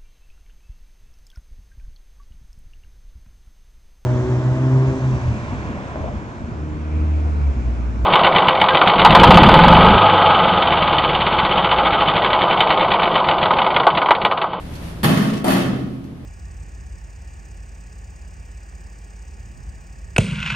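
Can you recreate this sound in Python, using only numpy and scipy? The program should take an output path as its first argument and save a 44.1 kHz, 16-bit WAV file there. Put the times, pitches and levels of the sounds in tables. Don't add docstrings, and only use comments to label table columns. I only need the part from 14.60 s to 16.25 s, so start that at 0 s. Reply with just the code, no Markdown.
import sys
import numpy as np
from scipy import signal
from scipy.fft import rfft, irfft, next_fast_len
from scipy.io import wavfile
from scipy.ndimage import uniform_filter1d, map_coordinates

SR = 44100
rng = np.random.default_rng(int(sys.argv[2]) if len(sys.argv) > 2 else 0)


def to_wav(sig):
    pcm = np.clip(np.atleast_2d(sig), -1, 1) * 32767
    pcm = np.round(pcm).astype(np.int16)
    wavfile.write(sys.argv[1], SR, pcm.T)


N = 72765
TIME_S = np.arange(N) / SR


def amp(db):
    return 10 ** (np.asarray(db) / 20)


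def unit_rms(x):
    return x / np.sqrt(np.mean(x ** 2) + 1e-20)


def at_hz(points, hz):
    knots_hz, values = np.transpose(points)
    return np.interp(np.log(hz + 1), np.log(knots_hz + 1), values)


def filtered(x, response):
    size = next_fast_len(N + 8192)
    return irfft(rfft(x, size) * response(np.fft.rfftfreq(size, 1 / SR)), size)[..., :N]


def wobble(position):
    return map_coordinates(rng.standard_normal(int(position.max()) + 4), [position])


def add(out, start_s, sound):
    start = round(start_s * SR)
    out[:, start:] += sound[:, :N - start]


# (frequency [Hz], left-right correlation [-1..1])
CORRELATION = [(60, 1), (180, 0.95), (520, 0.39), (1200, -0.029), (4500, 0.018), (13000, -0.045)]
def spread_rad(hz):
    return np.arccos(np.clip(at_hz(CORRELATION, hz), -1, 1)) / 2


def noise(spectrum):
    def mid_side_gain(hz):
        angle = spread_rad(hz)
        return amp(at_hz(spectrum, hz)) * [np.cos(angle), np.sin(angle)]
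    mid, side = filtered(rng.standard_normal((2, N)), mid_side_gain)
    return unit_rms(np.array([mid + side, mid - side]))


def mode(hz, t60_s, waver_hz):
    offset_rad = spread_rad(hz) * np.array([[1], [-1]]) * rng.choice([-1, 1])
    detune_hz = waver_hz * np.interp(TIME_S, np.arange(256) / 100, rng.standard_normal(256))
    cycles = hz * TIME_S + np.cumsum(detune_hz) / SR + rng.random()
    return np.sin(2 * np.pi * cycles + offset_rad) * amp(-60 * TIME_S / t60_s)


def steel(x, ripple_db=4.3, spacing_hz=55, full_depth_hz=2500, peak_db=2, width_hz=50):
    def response(hz):
        depth_db = ripple_db * np.clip(hz / full_depth_hz, 0, 1)
        ripple = amp(depth_db * np.clip(wobble(hz / spacing_hz), -2, 1))
        peaks = sum(amp(peak_db + db) / (1 + (2 * (hz - centre_hz) / width_hz) ** 2)
                    for centre_hz, db in BLADE_MODES)
        return ripple * (1 + peaks)
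    return filtered(x, response)


# (frequency [Hz], t60 [s])
ROOM_DECAY = [(100, 0.85), (250, 1.49), (800, 0.75), (2500, 0.73), (5000, 0.7), (12000, 0.39)]
def strikes(times_s, levels_db, spectrum, t60_s, wet_db):
    crack_db, crack_t60_s, room_build_s = -37, 0.0036, 0.042
    direct, diffuse = unit_rms(steel(np.array([noise(spectrum), noise(spectrum)])))
    envelope = amp(-60 * TIME_S / t60_s) + amp(crack_db - 60 * TIME_S / crack_t60_s)
    hz, frame_s, frames = signal.stft(diffuse, SR, nperseg=512)
    room_fade = amp(-60 * frame_s / at_hz(ROOM_DECAY, hz)[:, None])
    room_build = 1 - np.exp(-TIME_S / room_build_s)
    out = np.zeros((2, N))
    for start_s, db in zip(times_s, levels_db):
        shifted = np.roll(frames, 2 * rng.integers(frames.shape[2] // 2), axis=2)
        tail = signal.istft(shifted * room_fade, SR)[1][:, :N]
        burst = np.roll(direct, rng.integers(N), axis=1) * envelope
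        add(out, start_s, amp(db) * (burst + amp(wet_db) * tail * room_build))
    return out


# (frequency [Hz], density [dB])
FAN_SPECTRUM = [(15, -33), (27, -0.5), (39, -6), (58, 5), (80, -6), (100, -5), (260, -8), (480, -16),
                (3000, -32.5), (7500, -45), (13000, -45.5)]
# (frequency [Hz], level [dB])
HUM_LINES = [(57, -48), (79, -34), (116, -38.5), (166, -36.5)]
def machinery(rush_db=-33):
    rush = amp(rush_db) * noise(FAN_SPECTRUM)
    hum = sum(amp(db) * mode(hz, t60_s=np.inf, waver_hz=2.8) for hz, db in HUM_LINES)
    return rush + hum


# (time [s], level [dB])
RUSTLE_ENVELOPE = [(0, -48.5), (.15, -43), (.32, -42.5), (.42, -51), (1.2, -42.5), (1.65, -56)]
# (frequency [Hz], density [dB])
CLOTH_SPECTRUM = [(300, 6), (1200, 2.5), (3500, -1.5), (7500, -12), (9500, -7.5), (13000, -10.5)]
def apron(crinkle_db=1.5, crinkles_per_s=25):
    level_db = np.interp(TIME_S, *np.transpose(RUSTLE_ENVELOPE))
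    return amp(level_db + crinkle_db * wobble(TIME_S * crinkles_per_s)) * noise(CLOTH_SPECTRUM)


# (time [s], level [dB])
TICK_HITS = [(.138, -40.5), (0.154, -38), (1.441, -42)]
# (frequency [Hz], density [dB])
TICK_SPECTRUM = [(1000, 7), (6500, 1), (8000, -9), (13000, -3)]
def ticks():
    return strikes(*np.transpose(TICK_HITS), TICK_SPECTRUM, t60_s=0.12, wet_db=-8.5)


# (time [s], level [dB])
SCRAPE_ENVELOPE = [(.55, -51), (.58, -33), (.77, -27.5), (.86, -45.5), (.915, -33), (.95, -30), (1.03, -27),
                   (1.14, -72)]
# (frequency [Hz], density [dB])
SCRAPE_SPECTRUM = [(400, -8), (3200, 6), (4500, 1.5), (8000, -7), (9200, -6), (13000, -10)]
def slide(rough_db=5, slips_per_s=200):
    level_db = np.interp(TIME_S, *np.transpose(SCRAPE_ENVELOPE), left=-np.inf, right=-np.inf)
    grit = amp(rough_db * np.tanh(wobble(TIME_S * slips_per_s)))
    return amp(level_db) * unit_rms(grit * steel(noise(SCRAPE_SPECTRUM)))


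# (time [s], level [dB], place [0 rim, 1 further in])
DECK_BLOWS = [(.434, -5.5, 0.17), (.843, -11, 0.94)]
# (frequency [Hz], t60 [s], struck at rim [dB], struck further in [dB])
DECK_MODES = [(129.5, 3.25, -10, -2.5), (154.5, 1.08, 6.5, -8.5), (192, 1.362, -5, 2),
              (213.1, 1.78, 0.5, -8), (268.3, 1.58, -8.5, 3.5), (341.5, 1.18, -10.5, 2),
              (368, 0.96, -34.5, -0.5), (423.2, 0.84, -8.5, -10), (612, 1.32, -13, -12.5),
              (665.8, 1.6, -10.5, -22.5), (746, 1.14, -22, -5.5), (804, 0.54, -6, 4),
              (1099, 1.27, -8.5, -16.5), (1167, 0.77, -30, -2.5), (1240, 1.23, -12, -13.5)]
def deck(attack_s=0.018, waver_share=0.01455):
    out = np.zeros((2, N))
    attack = 1 - np.exp(-TIME_S / attack_s)
    for start_s, db, place in DECK_BLOWS:
        ring = sum(amp(rim_db + place * (inner_db - rim_db)) * mode(hz, t60_s, waver_share * hz)
                   for hz, t60_s, rim_db, inner_db in DECK_MODES)
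        add(out, start_s, amp(db) * ring * attack)
    return out


# (frequency [Hz], relative level [dB])
BLADE_MODES = [(2635, -9), (3100, -6.5), (3252, -9), (3490, -10), (4415, -6), (4690, -10.5), (9658, -4.5),
               (11450, -16), (12700, -5)]
def blade(lowest_t60_s=0.45, damping_power=0.8, scatter_db=1.8):
    lowest_hz = BLADE_MODES[0][0]
    ring = np.zeros((2, N))
    for hz, db in BLADE_MODES:
        t60_s = lowest_t60_s * (lowest_hz / hz) ** damping_power
        ring += amp(db + rng.normal(0, scatter_db)) * mode(hz, t60_s, waver_hz=16)
    return ring


# (time [s], clatter [dB], thud [dB], blade [dB])
KNIFE_CONTACTS = [(.432, -18.5, -17.5, -23), (0.4378, -16, -8.5, -13), (0.4438, -6.5, -18.5, -12),
                  (0.457, -15.5, -14, -15.5), (.492, -13.5, -15.5, -24.5), (.536, -29, -16.5, -26),
                  (.574, -12.5, -12, -21), (.624, -25.5, -19.5, -23), (0.8426, -36, -17.5, -21),
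                  (.866, -16, -25, -26.5), (.881, -13.5, -13, -16.5), (0.9041, -10.5, -22.5, -17.5),
                  (.919, -16.5, -24.5, -18), (.968, -22.5, -22.5, -31.5), (1.066, -31.5, -15.5, -57)]
# (time [s], level [dB])
HANDLE_KNOCKS = [(.844, -8.5), (.878, -18)]
# (frequency [Hz], density [dB])
CLATTER_SPECTRUM = [(200, -9.5), (450, 0), (1150, 0), (1800, -0.5), (3200, -9.5), (3850, -13.5),
                    (4500, -20), (5500, -16), (7800, -20.5), (9200, -37), (13000, -22)]
THUD_SPECTRUM = [(40, -35), (90, -11.5), (125, -6.5), (200, -0.5), (300, -7.5), (450, -18.5), (900, -35.5),
                 (3000, -65)]
HANDLE_SPECTRUM = [(500, -20), (610, 4), (700, -3.5), (800, 4), (900, -8.5), (1200, -11.5), (4000, -31.5)]
EDGE_SPECTRUM = [(1000, 4.5), (3000, 2), (4500, 4), (5700, -16.5), (8100, -14), (8800, 8.5), (9700, -0.5),
                 (10500, 1), (11600, 8.5), (13000, 2.5)]
# (clatter [dB], thud [dB], handle [dB], edge [dB])
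ROOM_SENDS_DB = [0, 4, -4, -1]
def knife(ring_db=-5):
    times_s, clatter_db, thud_db, blade_db = np.transpose(KNIFE_CONTACTS)
    clatter_wet_db, thud_wet_db, handle_wet_db, edge_wet_db = ROOM_SENDS_DB
    clatter = strikes(times_s, clatter_db, CLATTER_SPECTRUM, t60_s=0.16, wet_db=clatter_wet_db)
    thud = strikes(times_s, thud_db, THUD_SPECTRUM, t60_s=0.26, wet_db=thud_wet_db)
    handle = strikes(*np.transpose(HANDLE_KNOCKS), HANDLE_SPECTRUM, t60_s=0.36, wet_db=handle_wet_db)
    edge = strikes(times_s, blade_db, EDGE_SPECTRUM, t60_s=0.1, wet_db=edge_wet_db)
    out = clatter + thud + handle + edge
    for start_s, db in zip(times_s, blade_db):
        add(out, start_s, amp(db + ring_db) * blade())
    return out


# (frequency [Hz], left minus right [dB])
BALANCE = [(250, -.5), (600, 2.5), (1200, -4), (2500, 0.7), (5000, 3), (9000, -1), (12500, 1.5)]
def scene():
    pan = lambda hz: amp(at_hz(BALANCE, hz) * np.array([[0.5], [-0.5]]))
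    clank = filtered(knife() + deck() + slide(), pan)
    return clank + apron() + ticks() + machinery()


def record(dry, sense_s=0.012, threshold_db=-17.5, duck_share=0.62, top_hz=13080):
    power = uniform_filter1d(np.mean(dry ** 2, axis=0), int(sense_s * SR))
    level_db = 10 * np.log10(np.abs(power) + 1e-12)
    over_db = np.maximum(level_db - threshold_db, 0)
    release_db = 6.5 * TIME_S
    held_db = np.maximum.accumulate(over_db + release_db) - release_db
    ducked = dry * amp(-duck_share * held_db)
    return filtered(ducked, lambda hz: 1 / np.sqrt(1 + (hz / top_hz) ** 200))


dry = scene()
out = record(dry)
to_wav(out)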